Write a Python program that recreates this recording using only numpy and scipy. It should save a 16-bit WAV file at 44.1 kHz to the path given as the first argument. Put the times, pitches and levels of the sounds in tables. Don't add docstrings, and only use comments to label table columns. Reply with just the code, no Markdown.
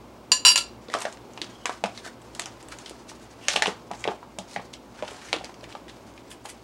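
import sys
import numpy as np
from scipy import signal
from scipy.fft import rfft, irfft, next_fast_len
from scipy.io import wavfile
from scipy.ndimage import map_coordinates

SR = 44100
rng = np.random.default_rng(int(sys.argv[2]) if len(sys.argv) > 2 else 0)


def magnitude_from_level(level_db):
    exponent = np.asarray(level_db, float) / 20
    return 10 ** exponent


def unload_wav(signal):
    wavfile.write(
        sys.argv[1],
        SR,
        np.round(np.clip(np.atleast_2d(signal).T, -1, 1) * 32767).astype(np.int16),
    )


N = 292383


def unit(x):
    return x / np.sqrt(np.mean(x ** 2) + 1e-20)


def along(points, hz):
    f, v = np.transpose(points)
    return np.interp(np.log(hz + 1), np.log(f + 1), v)


def wobble(rate):
    knots = rng.standard_normal(int(N * rate / SR) + 4)
    return map_coordinates(knots, [np.arange(N) * rate / SR])


def coloured(x, spectrum):
    m = next_fast_len(len(x) + 4096)
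    gain = magnitude_from_level(along(spectrum, np.fft.rfftfreq(m, 1 / SR)))
    return irfft(rfft(x, m) * gain, m)[:len(x)]


def add(track, s, sound):
    track[round(s * SR):][:len(sound)] += sound


def resonance(f, hz, width):
    return 1j * f * width / (hz * hz - f * f + 1j * f * width)


def grit(n, share):
    ticks = (rng.random(n) < 900 / SR) * rng.standard_normal(n)
    return unit(rng.standard_normal(n) + share * unit(ticks))


# start in seconds, peak level in dB, share of handle contact 0-1, t60 in seconds.
CONTACTS = [(0.3226, -8.5, 0.1, 0.062), (0.3177, -1.5, 0.04, 0.21), (0.4501, -1, 0.66, 0.14),
            (0.457, -4, 0.7, 0.23), (0.4663, -4, 1, 0.11), (0.4728, -6, 0.53, 0.19),
            (0.4811, -3.5, 0.65, 0.11), (0.489, -7, .9, 0.13), (0.5024, -10.5, 0.8, 0.16),
            (0.5184, -11.5, 0.6, 0.082), (0.558, -3, 0.25, 0.15), (0.5769, -5.5, 0.4, 0.1),
            (0.5855, -13.5, 0.6, 0.05), (0.609, -24, 0.9, 0.16)]
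# frequency in Hz, cluster width in Hz, level in dB.
TINE_MODES = [(558, 25, -20), (1024, 23, -9), (1250, 30, -28), (1711, 25, -13), (2300, 20, -26),
              (2824, 23, -5), (2765, 20, -15), (2911, 20, -12), (3800, 24, -28), (4110, 20, -15),
              (4182, 45, -12), (4520, 24, -21), (4681, 20, -10), (4706, 20, -7), (4735, 24, -5),
              (5030, 15, -24), (5450, 40, -23), (5755, 32, -6), (6260, 19, -26), (6410, 33, -24),
              (6975, 20, -13), (7000, 20, -16), (7028, 20, -14), (7126, 27, -10), (7530, 53, -21),
              (8458, 47, -14), (8670, 15, -27), (8926, 23, -18), (9458, 42, -23), (10100, 38, -30),
              (10270, 40, -23), (10500, 55, -33), (11250, 64, -29), (12450, 46, -42), (13800, 96, -51),
              (14700, 23, -42)]
# frequency in Hz, cluster width in Hz, level in dB.
HANDLE_MODES = [(1024, 25, -9), (1370, 39, -10), (1708, 28, -11), (2300, 17, -20), (2826, 78, 0),
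                (3280, 40, -14), (4040, 49, -3), (4714, 40, -1), (5590, 20, -1), (6070, 26, -17),
                (6710, 41, -24), (7123, 30, -4), (7480, 68, -9), (8345, 30, -12), (8925, 30, -15),
                (9300, 37, -26), (9610, 100, -15), (9840, 28, -20), (10200, 28, -20), (10620, 25, -10),
                (11200, 77, -29), (12400, 33, -29), (12600, 56, -29), (13000, 51, -35), (13500, 69, -46),
                (14200, 100, -44), (14700, 27, -31), (15600, 52, -36)]
# frequency in Hz, density in dB per Hz.
PLATE_COLOUR = [(290, -59.5), (500, -27.5), (1020, -24), (1570, -17), (4660, -2.5), (5160, -14.5),
                (7310, -7), (16000, -34.5)]


def fork():
    out, t = np.zeros(N + SR), np.arange(SR // 5, dtype=np.float32) / SR
    rows = []
    for handle, modes in enumerate((TINE_MODES, HANDLE_MODES)):
        for hz, width, db in modes:
            rows.append((hz, db, 0, handle))
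            if width > 35:
                side_db = db + 20 * np.log10(min(width / 50 - .6, .65))
                for side in (-1, 1):
                    rows.append((hz + side * .93 * width, side_db, width, handle))
    hz, level_db, spread, handle = np.float32(np.transpose(rows)[:, :, None])
    octaves = np.log2(hz / 3000)
    for s, db, share, t60 in CONTACTS:
        share = np.float32(np.clip(share, 0, 1))
        level_luck, phase, tuning_luck = rng.standard_normal((3,) + hz.shape, dtype=np.float32)
        mode_gain = magnitude_from_level(level_db + 1.6 * octaves + 1.4 * level_luck)
        size = np.float32(np.where(handle, share, 1 - share) * mode_gain)
        fade = np.exp(-t * np.float32(np.log(1000) / t60 * magnitude_from_level(.1 * octaves)))
        mode_hz = hz + np.float32(.05) * spread * tuning_luck
        ring = np.sum(size * fade * np.sin(np.float32(2 * np.pi) * mode_hz * t + phase), axis=0)
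        ring = ring * (1 + 1.66 * magnitude_from_level(-60 * t / 0.036))
        dying = magnitude_from_level(-1.5 - 60 * t / .021) + magnitude_from_level(-6.5 - 60 * t / 0.1014)
        plate = unit(coloured(rng.standard_normal(len(t)), PLATE_COLOUR)) * dying
        attack = 1 - np.exp(-t / 0.00027)
        add(out, s, magnitude_from_level(db - 16) * (ring + plate) * attack)
    return out[:N]


# start in seconds, peak level in dB, panel frequency in Hz, edge level in dB.
BIG_CREASES = [(0.9384, -11, 1650, -8), (0.987, -25, 2890, 14), (1.0201, -20, 2930, 14),
               (1.052, -18.5, 1660, -36), (1.4158, -13.5, 3260, -16), (1.6562, -11, 2160, -8.5),
               (1.6945, -24, 1700, -14), (1.8387, -14, 2560, -17), (1.8588, -22.5, 3190, -9),
               (1.9753, -25, 3600, -26), (2.3492, -22, 3200, 6), (2.395, -12, 5860, -6),
               (2.418, -20, 3150, -4), (2.4574, -19, 5160, -8), (2.7862, -24.5, 5700, -3),
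               (2.895, -23.5, 6150, 4), (3.483, -1, 5770, -21), (3.558, -17.5, 4000, -12),
               (3.5614, -4, 2800, -18), (3.6218, -4, 1880, -19), (3.6574, -11.5, 2880, -29),
               (3.669, -14.5, 2960, -8), (3.9137, -24, 2270, -11), (4.0402, -16.5, 2260, -28),
               (4.0761, -16, 2850, -38), (4.3864, -17, 3130, -0.5), (4.561, -19, 1980, -45),
               (4.7372, -23, 3140, -15), (5.3287, -6, 2730, -22), (5.444, -22.5, 4350, -9)]
# start in seconds, peak level in dB, panel
# frequency in Hz.
SMALL_CREASES = [(.8839, -36, 3660), (.8994, -26.5, 1900), (0.9513, -23, 3030), (1.0674, -36, 1700),
                 (1.1253, -29.5, 7500), (1.1713, -36, 1740), (1.334, -38, 6600), (1.375, -30, 2560),
                 (2.2174, -39, 8100), (2.4374, -31, 3390), (2.6267, -33, 8500), (2.6846, -32, 8900),
                 (2.8597, -30.5, 3180), (3.0909, -31, 6060), (3.1154, -40, 2290), (3.934, -30.5, 1860),
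                 (5.0237, -26, 2600), (5.048, -33, 2830), (5.0782, -30, 1680), (5.5413, -38, 5030),
                 (5.609, -37, 4050), (5.6396, -31.5, 2140), (5.725, -35, 3030), (5.7508, -31, 2880),
                 (5.881, -35.5, 1910), (5.8964, -35, 3130), (6.1769, -35, 2173), (6.3145, -34, 3210),
                 (6.456, -32.5, 2700), (6.492, -33, 6100),
                 (.9325, -28, 2400), (.9425, -20, 1400), (1.0153, -27, 3000), (1.0553, -25, 5500),
                 (3.4895, -19.5, 2500), (3.494, -19, 1800), (3.503, -17, 3200), (3.512, -23, 4500),
                 (3.538, -22, 1600), (3.573, -23, 2500), (3.628, -20, 2200), (3.636, -23, 3000),
                 (4.99, -36, 1520), (5.2147, -35, 1630), (1.6665, -20.5, 1700), (1.443, -30, 4530),
                 (5.338, -28, 2800), (5.363, -27, 3300), (5.385, -30, 3000), (5.4392, -32.5, 1980),
                 (5.454, -33.5, 3000), (5.495, -40, 1800)]
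# time in seconds, effort in dB.
GRIP_EFFORT = [(.8, -65.5), (1.0, -47.5), (1.16, -66), (1.5, -61), (1.89, -66), (2.16, -63.5), (2.42, -59),
               (3.3, -59.5), (3.47, -56), (3.72, -79), (4.05, -51), (4.19, -69), (4.5, -59), (4.81, -70.5),
               (5.02, -51), (5.3, -54.5), (5.44, -61.5), (6.63, -62)]


def creases():
    luck = rng.standard_normal((40, 3))
    s = np.linspace(GRIP_EFFORT[0][0], N / SR - .1, len(luck)) + .05 * luck[:, 0]
    db = np.interp(s, *np.transpose(GRIP_EFFORT)) + 13 + 3 * luck[:, 1]
    chance = zip(s, db, 4500 * magnitude_from_level(2.7 * luck[:, 2]))
    small_edge_db = -22.5
    small = SMALL_CREASES + list(chance)
    return BIG_CREASES + [(*row, small_edge_db) for row in small]


def snaps():
    out, t = np.zeros((N + SR, 2)), np.arange(2048) / SR
    f = np.fft.rfftfreq(len(t), 1 / SR)
    for s, db, hz, edge_db in creases():
        t60_s = .0085 if db > -27 else .012
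        attack = (1 - np.exp(-t / 0.00069)) ** 2
        burst = rng.standard_normal(len(t)) * magnitude_from_level(-60 * t / t60_s) * attack
        burst[round(.001 * SR)] += 2.2
        soft_hz = 12000 * magnitude_from_level(0.22 * edge_db)
        panel = resonance(f, hz, 0.39 * hz) ** 2
        body = panel + 0.7 * resonance(f, 2810, 4200) ** 2 / (1 + 1j * f / soft_hz) ** 2
        colour = body - magnitude_from_level(edge_db - 0.5) * resonance(f, 6730, 6100) ** 2
        snap, click = irfft(rfft(burst) * colour), irfft(colour)
        snap = magnitude_from_level(db + 2.5) * snap / np.max(np.abs(snap))
        click = click * np.linalg.norm(snap) / np.linalg.norm(click)
        add(out, s, np.array([snap, click]).T)
    return out[:N].T


# start in seconds, peak level in dB, panel frequency in Hz, table thud in
# dB.
WALL_POPS = [(.938, -15, 1320, -23), (.947, -18.5, 630, -33), (1.018, -30, 1000, -23),
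             (1.051, -20, 640, -30), (1.414, -35.5, 366, -29), (1.654, -19.5, 1050, -35),
             (1.693, -17, 890, -35), (1.837, -15, 780, -16), (1.847, -26.5, 940, -6),
             (1.857, -23, 1240, -17), (2.392, -31, 910, -26), (3.482, -27.5, 580, -27),
             (3.539, -27.5, 700, -11), (3.558, -16.5, 700, -19), (3.62, -18, 795, -41),
             (3.658, -17, 880, -26), (3.679, -17.5, 405, -14), (3.911, -23, 755, -14.5),
             (4.052, -21, 740, -21), (4.074, -17.5, 705, -34), (4.084, -18.5, 820, -12),
             (4.384, -27.5, 685, -7), (4.561, -20.5, 765, -16), (4.594, -28, 760, -19),
             (5.023, -23, 590, -15), (5.032, -27.5, 900, -25), (5.328, -19, 790, -33),
             (5.361, -28, 950, -16), (5.75, -26, 890, -24), (6.452, -30, 850, -21),
             (.886, -35, 500, -30), (.899, -37, 520, -30), (.964, -31, 430, -30), (1.066, -28, 750, -27),
               (3.57, -23.5, 600, -25), (3.627, -21, 750, -30), (3.67, -22, 800, -30),
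               (5.085, -33, 759, -25), (5.115, -34.5, 525, -25), (1.374, -33, 905, -30),
               (2.908, -34, 400, -30), (3.115, -35, 890, -30), (3.905, -32, 900, -30),
               (3.94, -32, 754, -30), (4.115, -28, 760, -25), (4.227, -33.5, 950, -30),
               (3.69, -26, 1000, -30), (2.062, -32.5, 650, -30), (5.337, -26.5, 450, -20),
               (5.362, -32.5, 330, -20), (5.409, -31, 700, -20), (5.438, -35.5, 589, -25),
               (5.492, -34, 850, -30), (5.63, -37, 565, -25)]
# start in seconds, peak level in dB, panel frequency in Hz, table thud in dB.
BASE_FLIP = [
    (4.0755, -19.5, 380, -14),
]


def pops():
    out, t = np.zeros(N + SR), np.arange(4096) / SR
    f = np.fft.rfftfreq(len(t), 1 / SR)
    for s, db, hz, thud_db in WALL_POPS + BASE_FLIP:
        push = 4.4 * magnitude_from_level(-60 * t / 0.00098)
        rough = rng.standard_normal(len(t)) * 1.53 * np.minimum(t / 0.00078, 1) * magnitude_from_level(-60 * t / .03)
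        panel = resonance(f, hz, 1.67 * hz) * (resonance(f, hz, 0.28 * hz) + 0.27)
        pop = irfft(rfft(push + rough) * panel / (1 + 1j * f / (3 * hz)) ** 2)
        table = np.sin(2 * np.pi * 192 * t) + 0.12 * np.sin(2 * np.pi * 325 * t)
        thud = magnitude_from_level(thud_db - 60 * t / 0.11) * table
        add(out, s + 0.001785, magnitude_from_level(db + 2.0) * (pop / np.max(np.abs(pop)) + thud))
    return out[:N]


# centre in seconds, rms level in dB, frequency in Hz, breadth 0-1, length in seconds.
FINGER_SLIPS = [(.92, -44, 1900, .3, 0.028), (5.12, -50.5, 6000, .8, .04), (1.74, -50.5, 110, .8, .09),
                (1.016, -39, 7000, 1, 0.044), (1.123, -52, 5000, .8, .03), (1.53, -59, 3200, 0.13, 0.098),
                (1.633, -55, 3000, 0.1, 0.052), (1.97, -44, 3900, 0.9, .05),
                (2.064, -40.5, 1680, 0.48, 0.055), (2.723, -42.5, 1680, 0.42, 0.045),
                (2.878, -47, 4030, 1, .07), (3.099, -45.5, 5200, 1, 0.036), (3.231, -54.5, 6500, 1, 0.046),
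                (3.455, -45.5, 2780, 0.35, 0.068), (3.519, -32, 4300, 0.6, .06),
                (3.997, -49, 6400, 0.4, .06), (4.527, -47.5, 4700, 1, 0.074),
                (4.738, -45.5, 4700, 0.95, 0.016), (5.09, -45.5, 2700, 0.9, .06),
                (5.7, -55, 1700, .6, 0.036), (5.276, -51, 5900, 0.3, 0.1), (5.269, -46.5, 2000, 0.9, .12),
                (5.72, -49.5, 2900, 0.4, .03), (5.638, -48, 3000, 0.5, 0.022),
                (5.895, -47, 3600, 0.4, 0.028), (6.317, -41, 8400, 1, .03), (6.497, -40.5, 8000, 1, .03),
                (6.456, -44, 7600, 1, 0.023)]


def slides():
    out, u = np.zeros(N + SR), np.linspace(-1.5, 1.5, 40)
    for s, db, hz, breadth, length in FINGER_SLIPS:
        n = round(3 * length * SR)
        uneven = np.exp(-4 * u * u) * magnitude_from_level(3.5 * rng.standard_normal(len(u)))
        swell = np.interp(np.linspace(-1.5, 1.5, n), u, uneven)
        f = np.fft.rfftfreq(n, 1 / SR)
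        panel = resonance(f, hz, breadth * hz) ** 2
        foil = panel + 1.24 * breadth * resonance(f, 2870, 7600) ** 2
        rough = irfft(rfft(grit(SR, share=0.84)[:n]) * foil, n)
        add(out, s - 1.5 * length, magnitude_from_level(db) * swell * unit(rough))
    return out[:N]


def effort_db():
    t, kicks = np.arange(N) / SR, np.zeros(N)
    for s, db, *_ in BIG_CREASES:
        kicks[round(s * SR)] = magnitude_from_level(db - 39)
    tremble_t60_s = 0.33
    tremble = signal.lfilter([1], [1, -magnitude_from_level(-60 / (tremble_t60_s * SR))], kicks)
    return 20 * np.log10(magnitude_from_level(np.interp(t, *np.transpose(GRIP_EFFORT))) + tremble)


# frequency in Hz, density in dB per Hz.
RUB_COLOUR = [(300, -71), (700, 5.5), (1500, 2), (3000, -3), (5000, -16), (8000, -46)]
# frequency in Hz, density in dB per Hz.
FIZZ_COLOUR = [(2500, -11.5), (4500, -0.5), (6500, -2), (9000, -8), (12000, -10.5), (16000, -32.5)]


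def rustle():
    fizz_db = effort_db()
    even_db = -58.5
    rub_db = even_db + 1.35 * (fizz_db - even_db)
    shared = 2.85 * (0.42 * wobble(24.8) + wobble(90))
    fizz_own = 2.85 * wobble(60)
    out = 0
    for db, spectrum, own in ((rub_db, RUB_COLOUR, 0), (fizz_db, FIZZ_COLOUR, .7)):
        friction = unit(coloured(grit(N, share=0.5), spectrum))
        out = out + magnitude_from_level(db) * unit(magnitude_from_level(shared + own * fizz_own) * friction)
    return out


# frequency in Hz, t60 in seconds.
KITCHEN_DECAY = [(200, 0.23), (1000, 0.34), (4000, 0.29), (9000, 0.2), (15000, 0.066)]


def kitchen(x, gap=.003, early_db=6, early_t60=0.087):
    out, step = np.zeros(N + 2 * SR), 8000
    for k in range(0, len(x), step):
        hz, t, z = signal.stft(rng.standard_normal(SR // 3), SR, nperseg=256)
        early = magnitude_from_level(early_db - 60 * t / early_t60)
        shape = magnitude_from_level(-60 * t / along(KITCHEN_DECAY, hz)[:, None]) + early
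        tail = signal.istft(z * shape, SR, nperseg=256)[1]
        add(out, k / SR + gap, signal.fftconvolve(x[k:k + step], tail / np.linalg.norm(tail)))
    return out[:N]


# frequency in Hz, density in dB per Hz.
ROOM_COLOUR = [(15, -27.5), (38, -32), (55, -2.5), (87, -14.5), (117, 0.5), (146, -12.5), (167, -6),
               (356, -2), (443, -8), (493, -6), (613, -8), (1030, -11), (1910, -26), (2130, -22),
               (16300, -43)]
# frequency in Hz, rms level in dB.
HUM_LINES = [(59.5, -65), (119, -69), (237, -63), (14000, -88), (15735, -88)]


def room_tone():
    t = np.arange(N) / SR
    lines = 0
    for hz, db in HUM_LINES:
        level_db = db + 5 + 1.1 * wobble(6.1) + 2.2 * (hz > 9000) * wobble(30)
        lines = lines + magnitude_from_level(level_db) * np.sin(2 * np.pi * hz * t + 0.46 * wobble(3.2))
    noise = unit(coloured(rng.standard_normal(N), ROOM_COLOUR))
    return magnitude_from_level(-48 + 0.89 * wobble(2.975)) * noise + lines


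# frequency in Hz, gain in dB.
FOIL_DAMPING = [(9000, -1), (11500, -7.5), (14000, -18.5), (16500, -19.5)]
# frequency in Hz, gain in dB.
MIC_RESPONSE = [(40, -30), (130, -7.5), (250, 3), (16500, -3)]


def scene():
    steel = fork()
    snap, spread = snaps()
    soft = pops() + slides() + rustle()
    foil = coloured(snap + soft + magnitude_from_level(-5.0) * kitchen(spread + soft), FOIL_DAMPING)
    near = steel + magnitude_from_level(-6) * kitchen(steel[:SR]) + foil
    return (coloured(near, MIC_RESPONSE) + room_tone())[None]


def band_limit(x):
    return signal.sosfilt(signal.butter(12, 16500, fs=SR, output="sos"), x)


def record(dry):
    limited = dry / (1 + np.abs(dry / .86) ** 6) ** (1 / 6)
    top_hz = 15850
    mix = coloured(limited[0], [(top_hz, 0), (top_hz + 60, -35)])[None]
    return band_limit(mix)


dry = scene()
out = record(dry)
unload_wav(out)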